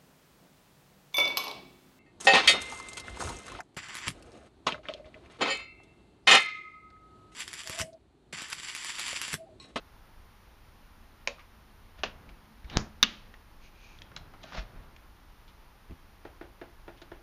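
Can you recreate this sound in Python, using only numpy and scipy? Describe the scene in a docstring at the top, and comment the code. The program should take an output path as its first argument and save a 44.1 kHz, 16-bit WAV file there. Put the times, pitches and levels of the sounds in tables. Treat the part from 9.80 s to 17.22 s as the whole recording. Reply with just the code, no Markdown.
"""Low room tone, faint drone and fine hiss (shaped noise); then a refrigerator door shuts in a small trailer.
Shelf and latch ramp knock, gasket rubs and slaps home, latch snaps: clicks, damped modes, dying noise.
A hand slides on the freezer handle, catches click, the seal peels (sparse slips), the door meets its stop.
Last, dull taps repeat like drips on a plastic tray: soft clicks with early echoes and hollow modes."""
import sys
import numpy as np
from scipy import signal
from scipy.fft import rfft, irfft
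from scipy.io import wavfile
from scipy.ndimage import uniform_filter1d

SR = 44100
rng = np.random.default_rng(int(sys.argv[2]) if len(sys.argv) > 2 else 0)


def waveform_to_disk(signal):
    """Save audio, clipped to [-1, 1], as 16-bit WAV at the path in sys.argv[1]."""
    frames = np.transpose(np.atleast_2d(signal))
    scaled = np.clip(frames, -1, 1) * 32767
    samples = np.round(scaled).astype(np.int16)
    wavfile.write(sys.argv[1], SR, samples)


N = 327222

# Spectra, relative: (frequency [Hz], density [dB per Hz])
# steady room tone, drone, microphone hiss
AIR_COLOUR = [(12, -28.5), (20, 3), (91, -9.5), (114, -17), (178, -17.5), (259, -21.5), (300, -21),
              (494, -25.5), (559, -25), (753, -25), (812, -21), (1300, -24), (1940, -28), (5640, -37.5),
              (7600, -45.5), (9880, -74), (16700, -120)]
DRONE_COLOUR = [(150, -44.5), (200, -17.5), (220, 2.5), (242, -18), (320, -50.5), (2000, -76.5)]
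HISS_COLOUR = [(7800, -24), (8500, -2), (9500, 0), (11500, -0.5), (15000, 0.5), (15500, -30.5)]
# shudder of doors and contents, hand on handle, gasket rub, gasket squeak
SHUDDER_COLOUR = [(30, -0.5), (90, 3.5), (200, -2.5), (400, -9.5), (750, -11.5), (1400, -13.5),
                  (2500, -21.5), (6000, -41.5), (10000, -70)]
HAND_COLOUR = [(1500, -24.5), (2100, -12.5), (2400, 4), (3000, -10.5), (4200, -9.5), (5400, -15.5),
               (6500, -11.5), (7500, -33), (10000, -50.5)]
GASKET_COLOUR = [(80, -4.5), (160, 6.5), (300, -3.5), (470, -10), (660, 2.5), (900, -6), (1400, -1),
                 (2300, -6), (3800, -7.5), (5500, -13), (6700, -19), (8000, -35.5), (12000, -60.5)]
SQUEAK_COLOUR = [(500, -30.5), (1300, -9.5), (2600, -16), (3300, -8), (3700, 1), (4200, -7), (4900, -40.5)]
# freezer door on its stop, tap on the tray
BUMP_COLOUR = [(35, -2), (65, 2), (120, -3.5), (170, -9), (270, -5), (450, -16.5), (900, -28.5),
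               (2500, -33), (7000, -49), (10000, -69)]
TAP_COLOUR = [(120, -20.5), (300, 4.5), (500, 2.5), (800, 1.5), (1100, -7.5), (1550, -4), (2100, -10),
              (3500, -17), (6000, -31.5), (8000, -42)]
# door shelf knock, door liner after it, latch ramp
BIN_COLOUR = [(150, -32), (250, -12), (380, -14.5), (560, -9), (850, -15.5), (1060, -7.5), (1240, -25),
              (1650, -8), (1950, -13), (2450, 1), (3100, -9), (3700, -6.5), (6300, -14), (7600, -26),
              (9500, -33.5), (12000, -56.5), (16000, -60.5)]
LINER_COLOUR = [(150, -14), (300, -6.5), (550, 8.5), (900, -0.5), (1700, -6.5), (2450, -5.5), (3300, -2.5),
                (5500, -9.5), (7000, -11), (8500, -30.5), (16000, -60.5)]
STRIKER_COLOUR = [(71, -41.5), (120, -16.5), (547, -1.5), (891, -5.5), (1280, -5), (1400, -4.5),
                  (1870, -4.5), (2200, -7.5), (2630, -2.5), (6050, -18.5), (7380, -29.5), (7930, -51),
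                  (9000, -49), (11700, -75.5), (19800, -120)]
# gasket slap, cabinet and shelves rustling after it
SLAP_COLOUR = [(100, -4.5), (300, 6.5), (600, -4), (1200, 1.5), (2500, -4.5), (4500, 3), (6700, -0.5),
               (8000, -11), (10000, -24), (12000, -46.5), (16000, -56.5)]
SHELF_COLOUR = [(100, 1.5), (300, 5), (600, -0.5), (1200, 2), (2500, -5.5), (4000, -4), (5200, 1),
                (6800, -1.5), (7700, -22), (9000, -42), (16000, -70)]
# latch bounces, its first and brightest strike, door panel rattling after the snap
LATCH_COLOUR = [(80, -8), (500, -24), (850, -17), (1300, 0), (2100, -15), (2900, -4), (3600, 2),
                (4600, -11.5), (6000, -7), (7100, -19), (7900, -31), (11000, -35), (16500, -51.5)]
STRIKE_COLOUR = [(80, -11.5), (500, -19.5), (850, -17.5), (1300, -6), (2100, -11.5), (2900, -7), (3600, -3),
                 (4600, -7.5), (5900, -2.5), (7000, -9), (7900, -24), (12500, -19.5), (16500, -27)]
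PANEL_COLOUR = [(100, -13), (230, 1.5), (400, -6.5), (700, -11.5), (1200, -2.5), (2100, -3), (3000, 2),
                (4500, -5), (6200, -13.5), (7300, -21.5), (8500, -44.5), (16000, -65.5)]

# Modes of shelf, latch, hollow door, tray:
# (frequency [Hz], level [dB], t60 before division by the damping factor [s])
BIN_MODES = [(248.6, -13, 0.18), (335, -16, 0.124), (487.4, -8.5, 0.115), (562.3, -1, 0.103),
             (1103, -8.5, 0.067), (1373, -12, 0.102), (2463, -11, .09), (2610, -6, 0.08)]
LATCH_MODES = [(1220, -27, 0.16), (1905, -22, 0.11), (2307, -17.5, 0.069), (2612, -14.5, 0.06),
               (2826, -26.5, 0.19), (3483, -5.5, 0.045), (3580, -26.5, 0.14), (3559, -1, 0.023),
               (4520, -23.5, 0.078), (4360, -31, 0.17), (4855, -23.5, 0.088), (5346, -31.5, 0.1),
               (5750, -24.5, 0.039), (6100, -24.5, 0.096)]
DOOR_MODES = [(175, -8.5, 0.35), (203.2, -5.5, .42), (230, 0, .24), (346, -11, .25)]
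TRAY_MODES = [(268.1, -3, 0.198), (342.7, 8, 0.101), (446.2, -3.5, 0.09), (539.5, -12, 0.18),
              (682.7, -5.5, 0.14), (890, 1.5, 0.0291), (1446, -8.5, 0.086), (1856, -4, 0.049),
              (2170, -14.5, 0.0583)]

# Contacts of shelf, latch ramp, latch bolt, freezer door stop, tray: (time [s], level [dB])
BIN_KNOCKS = [(1.4735, -14), (1.4748, 0.5), (1.4825, -10.5)]
STRIKER_CHATTER = [(2.2344, -1.5), (2.2375, 1), (2.2401, -19.5), (2.2469, -17)]
LATCH_BOUNCES = [(3.2295, -1.5), (3.2303, -13.5), (3.2339, -10.5), (3.2344, -3)]
BUMPS = [(6.098, -3), (6.110, 0)]
TAPS = [(6.4516, -1.5), (6.612, -1), (6.8146, 0), (7.0801, -1), (7.218, -8.5), (7.3174, -1.5)]
# Tap contact and its wall echoes: (delay [s], level [dB])
TAP_ECHOES = [(0, -23), (.003, -24), (.0064, -31)]
# Handle and catch clicks: (time [s], level [dB], centre [Hz], t60 [s])
CLICKS = [(1.584, -50.5, 1100, 0.256), (1.594, -49, 2420, 0.162), (2.491, -46, 2900, 0.046),
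          (2.845, -48.5, 2100, 0.06), (2.899, -38.5, 3096, 0.0446), (3.540, -40.5, 1920, 0.0284),
          (4.188, -43, 3280, 0.0175), (4.219, -34.5, 3365, 0.0159), (4.317, -43.5, 1500, 0.0254),
          (4.364, -24, 3960, 0.0111), (4.366, -38, 1616, 0.052), (4.373, -40, 4150, 0.035),
          (4.538, -44, 1256, 0.078), (4.633, -38, 3800, .02), (4.638, -38, 3580, 0.018),
          (4.641, -40.5, 645, 0.056), (4.722, -35.5, 1400, 0.035), (4.748, -30.5, 700, 0.0342),
          (4.787, -32.5, 2200, 0.013), (5.164, -44.5, 2990, 0.022), (5.680, -53.5, 3800, 0.139),
          (7.175, -57.5, 3280, 0.24), (7.217, -44.5, 3900, 0.0592)]
# Door, cabinet and floor thuds:
# (time [s], level [dB], frequency [Hz], t60 before division by the damping factor [s])
THUDS = [(2.187, -40, 64.5, 0.15), (2.239, -46.5, 213, 0.336), (2.843, -31, 53.6, 0.105),
         (2.972, -34.5, 84.5, 0.23), (2.974, -37, 210, 0.28), (4.40, -48.5, 150.1, 0.26),
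         (4.78, -26, 44.5, 0.156), (4.96, -38, 38, 0.22), (6.097, -41, 64.8, 0.207)]

# Swells of drone, shudder, gasket rub or peel, squeak:
# (peak time [s], peak level [dB], 60 dB rise [s], 60 dB fall [s])
DRONE = (3, -65.5, 14, 6)
SHUDDER = [(2.25, -50, 0.01, 1.0), (2.5, -58, 0.64, 0.6), (2.975, -33.5, 0.2486, 0.3341),
           (3.25, -56.5, 0.47, 1.73), (4.42, -54.5, 1.85, 1.33), (4.97, -52.5, 1.14, 1.01)]
GASKET = [(2.195, -52, 0.11, 0.08), (2.93, -50.5, 0.13, 0.14), (4.64, -56, 0.18, 0.47),
          (4.755, -45.5, 0.2578, 0.1025), (4.785, -41, 0.1425, 0.1441)]
SQUEAK = (2.966, -46, 0.2159, 0.0946)
# Hand strokes: (middle time [s], peak level [dB], half length [s])
HAND = [(3.853, -60, 0.0362), (4.075, -59.5, 0.118)]
# Trailer reverberation: (frequency [Hz], t60 [s])
ROOM = [(150, 0.337), (600, 0.43), (1500, 0.18), (3500, 0.3), (6500, 0.16), (9000, 0.074)]

AIR_DB, HISS_DB = -54.5, -74.0
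STICK_S, STICK_DB = .006, 1.56  # stick-slip unevenness: smoothing length, rms spread
SLIPS_PER_S = 9000
BAND_EDGE_HZ = 16800


def amp(db):
    """Decibels to gain."""
    return 10 ** (np.asarray(db) / 20)


def evened(x):
    """Scales to rms 1."""
    return x / np.sqrt(np.mean(x ** 2) + 1e-20)


def read(points, hz):
    """Interpolates a table on a logarithmic frequency axis."""
    table_hz, value = np.transpose(points)
    return np.interp(np.log(hz + 1), np.log(table_hz + 1), value)


def add(mix, time_s, sound):
    """Mixes a sound in at time_s."""
    part = mix[round(time_s * SR):][:len(sound)]
    part += sound[:len(part)]


def ring_time():
    """Half a second of sample times."""
    return np.arange(SR // 2) / SR


def tinted(x, colour):
    """Gives a long signal a spectrum, at rms 1."""
    gain = amp(read(colour, np.fft.rfftfreq(len(x), 1 / SR)))
    return evened(irfft(rfft(x) * gain, len(x)))


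def tinted_noise(colour):
    """Steady noise of a given spectrum, at rms 1."""
    return tinted(rng.standard_normal(N), colour)


def swell(peak_s, level_db, rise_s, fall_s):
    """Gain that rises linearly in decibels to its peak, then falls likewise."""
    age_s = np.arange(N) / SR - peak_s
    drop_db = 60 * np.maximum(-age_s / rise_s, age_s / fall_s)
    return amp(level_db - np.minimum(drop_db, 200))


def stroke(middle_s, level_db, half_s):
    """Bell-shaped gain of a sliding hand that speeds up and slows down."""
    away = (np.arange(N) / SR - middle_s) / half_s
    return amp(level_db) * np.exp(-np.minimum(away ** 2, 20))


def crack(colour, size=2048):
    """Minimum-phase click of unit energy with a given spectrum."""
    log_gain = np.log(amp(read(colour, abs(np.fft.fftfreq(size, 1 / SR)))))
    click = np.fft.ifft(np.exp(np.conj(signal.hilbert(log_gain)))).real
    click *= signal.windows.hann(2 * size)[size:]
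    return click / np.linalg.norm(click)


def scatter(t60_s):
    """Dying swarm of reflections inside a panel, of unit energy."""
    t = ring_time()
    swarm = rng.standard_normal(len(t)) * amp(-60 * t / t60_s)
    return swarm / np.linalg.norm(swarm)


def blow(colour, crack_db, body_db, t60_s):
    """Contact click with the dense ring of the struck panel."""
    drive = amp(body_db) * scatter(t60_s)
    drive[0] += amp(crack_db)
    return signal.fftconvolve(drive, crack(colour))[:len(drive)]


def ring(modes, damping):
    """Damped sine modes of alternating sign; damping divides each t60."""
    t = ring_time()
    out = np.zeros(len(t))
    for k, (hz, level_db, t60_s) in enumerate(modes):
        decay = amp(level_db - 60 * damping * t / t60_s)
        out += (-1) ** k * decay * np.sin(2 * np.pi * hz * t)
    return out


def played(rows, sound):
    """Repeats one sound at each (time, level) row."""
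    out = np.zeros(N)
    for time_s, level_db in rows:
        add(out, time_s, amp(level_db) * sound)
    return out


def in_room(x, wet_db):
    """Adds the trailer's short noise tail, whose decay time varies with frequency."""
    t = ring_time()
    hz, age_s, bands = signal.stft(rng.standard_normal(len(t)), SR, nperseg=256)
    decay = amp(-60 * age_s / read(ROOM, hz)[:, None])
    tail = signal.istft(bands * decay, SR, nperseg=256)[1][:len(t)]
    tail *= np.clip((t - .002) / .005, 0, 1)  # onset after 2 ms
    return x + amp(wet_db) * signal.fftconvolve(x, tail / np.linalg.norm(tail))[:N]


def background():
    """Shaped noises: low room tone, faint swelling drone, microphone hiss."""
    air = amp(AIR_DB) * tinted_noise(AIR_COLOUR)
    drone = swell(*DRONE) * tinted_noise(DRONE_COLOUR)
    hiss = amp(HISS_DB) * tinted_noise(HISS_COLOUR)
    return air + drone + hiss


def shudder():
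    """Jolts and pulls shake the doors and their contents: swelling low noise."""
    return sum(swell(*jolt) for jolt in SHUDDER) * tinted_noise(SHUDDER_COLOUR)


def thuds():
    """Heavy panels swing as low damped sines with a soft onset."""
    out, t = np.zeros(N), ring_time()
    onset = 1 - np.exp(-t / 0.0047)
    for time_s, level_db, hz, t60_s in THUDS:
        add(out, time_s, ring([(hz, level_db, t60_s)], damping=0.91) * onset)
    return in_room(out, wet_db=-13.5)


def hand():
    """Skin slides along the handle as smooth noise."""
    return sum(stroke(*slide) for slide in HAND) * tinted_noise(HAND_COLOUR)


def bump():
    """The freezer door swings softly against its stop in two contacts."""
    return played(BUMPS, blow(BUMP_COLOUR, crack_db=-21, body_db=-16.0, t60_s=0.167))


def taps():
    """Taps on one spot of a hollow tray excite its modes; near walls echo within milliseconds."""
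    out = np.zeros(N)
    contact = crack(TAP_COLOUR)
    hollow = ring(TRAY_MODES, damping=1.0) * amp(-47)
    hollow += blow(TAP_COLOUR, crack_db=-43.5, body_db=-26.0, t60_s=0.216)
    hollow += ring([(140.1, -50, 0.108)], damping=0.96)  # low thump of the whole tray
    for time_s, level_db in TAPS:
        for delay_s, echo_db in TAP_ECHOES:
            add(out, time_s + delay_s, amp(level_db + echo_db) * contact)
        fresh = blow(TAP_COLOUR, crack_db=-43.5, body_db=-17.0, t60_s=0.212)  # varies per tap
        add(out, time_s, amp(level_db) * (hollow + fresh))
    return in_room(out, wet_db=-16.5)


def clicks():
    """Light plastic contacts, each with one broad resonance and little above 7 kHz."""
    out = np.zeros(N)
    for time_s, level_db, hz, t60_s in CLICKS:
        colour = [(hz / 12, -20), (hz / 2, -9), (hz, 0), (hz * 1.3, -10), (hz * 1.82, -13),
                  (hz * 2.36 + 2500, -27), (hz * 3 + 7000, -50)]
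        click = blow(colour, crack_db=-11.0, body_db=-5.0, t60_s=t60_s)
        energy_gain = np.sqrt(SR * t60_s / np.log(1e6))  # longer rings carry more energy
        add(out, time_s, amp(level_db) * energy_gain * click)
    soft = signal.sosfilt(signal.butter(8, 7300, fs=SR, output="sos"), out)
    return in_room(soft, wet_db=-15.5)


def gasket():
    """Rubber sticks and slips unevenly: sparse random impulses, coloured as rub and squeak."""
    slips = rng.standard_normal(N)
    slips *= amp(2.5 * np.minimum(rng.exponential(1, N), 3))
    slips *= rng.random(N) < SLIPS_PER_S / SR
    grip = evened(uniform_filter1d(rng.standard_normal(N), max(round(STICK_S * SR), 1)))
    slips *= amp(STICK_DB * grip)
    rubs = sum(swell(*rub) for rub in GASKET) * tinted(slips, GASKET_COLOUR)
    squeak = swell(*SQUEAK) * tinted(slips, SQUEAK_COLOUR)
    return in_room(rubs + squeak, wet_db=-13.0)


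def door_bin():
    """A plastic shelf knocks in the swinging door, touches again and stirs the liner."""
    main_s = BIN_KNOCKS[1][0]
    knocks = played(BIN_KNOCKS, blow(BIN_COLOUR, crack_db=-5.5, body_db=-5, t60_s=0.01))
    add(knocks, main_s, amp(-36) * ring(BIN_MODES, damping=0.8))
    add(knocks, main_s, blow(LINER_COLOUR, crack_db=-35, body_db=-12.5, t60_s=0.217))
    return in_room(knocks, wet_db=-18.5)


def striker():
    """The latch bolt meets its ramp and chatters; the door panel answers."""
    out = np.zeros(N)
    for time_s, level_db in STRIKER_CHATTER:
        add(out, time_s, amp(level_db) * blow(STRIKER_COLOUR, crack_db=-13, body_db=-5, t60_s=0.0444))
    add(out, STRIKER_CHATTER[0][0], blow(STRIKER_COLOUR, crack_db=-25, body_db=-5.5, t60_s=0.189))
    return in_room(out, wet_db=-23.0)


def slap():
    """Trapped air is squeezed until the gasket seals with a slap; the door rebounds at 19 Hz."""
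    out, t, seal_s = np.zeros(N), ring_time(), 2.9712
    squeeze = amp(-15.5) * np.exp(-t / 0.00273)[::-1]
    rebound = -amp(-18.5) * np.exp(-t / 0.0098) * np.cos(2 * np.pi * 19 * t)
    soft_rubber = signal.butter(2, 3000, fs=SR, output="sos")  # rounds the edge
    push = signal.sosfilt(soft_rubber, np.concatenate([squeeze, rebound]))
    add(out, seal_s - len(t) / SR, push)
    add(out, seal_s, amp(2.0) * crack(SLAP_COLOUR))
    add(out, seal_s, blow(SHELF_COLOUR, crack_db=-30, body_db=-8.5, t60_s=.22))
    return out


def latch():
    """The sprung bolt snaps into its keeper, bounces, rings the handle and booms the hollow door."""
    strike_s = 3.2285
    snap = played(LATCH_BOUNCES, blow(LATCH_COLOUR, crack_db=7.0, body_db=1, t60_s=.017))
    add(snap, strike_s, blow(STRIKE_COLOUR, crack_db=4.5, body_db=2, t60_s=.012))
    add(snap, strike_s, amp(-14) * ring(LATCH_MODES, damping=1.1))
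    add(snap, strike_s, amp(-39.0) * ring(DOOR_MODES, damping=0.863))
    add(snap, strike_s, blow(PANEL_COLOUR, crack_db=-14, body_db=-4.5, t60_s=.45))
    add(snap, LATCH_BOUNCES[2][0], blow(PANEL_COLOUR, crack_db=-10.5, body_db=0, t60_s=0.067))
    return in_room(snap, wet_db=-31)


def scene():
    """All sources at one microphone."""
    closing = door_bin() + striker() + slap() + latch()
    handling = clicks() + thuds() + gasket() + hand() + shudder() + bump()
    return (closing + handling + taps() + background())[None]


def record(dry):
    """The microphone rounds the hardest peaks, dips narrowly at 7.9 kHz and is band-limited."""
    rounded = dry / (1 + (dry / .85) ** 6) ** (1 / 6)
    dipped = signal.lfilter(*signal.iirnotch(7900, 7, SR), rounded)
    low_pass = signal.firwin(511, BAND_EDGE_HZ, window=("kaiser", 9), fs=SR)
    return signal.oaconvolve(dipped, low_pass[None], "same")


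dry = scene()
out = record(dry)
waveform_to_disk(out)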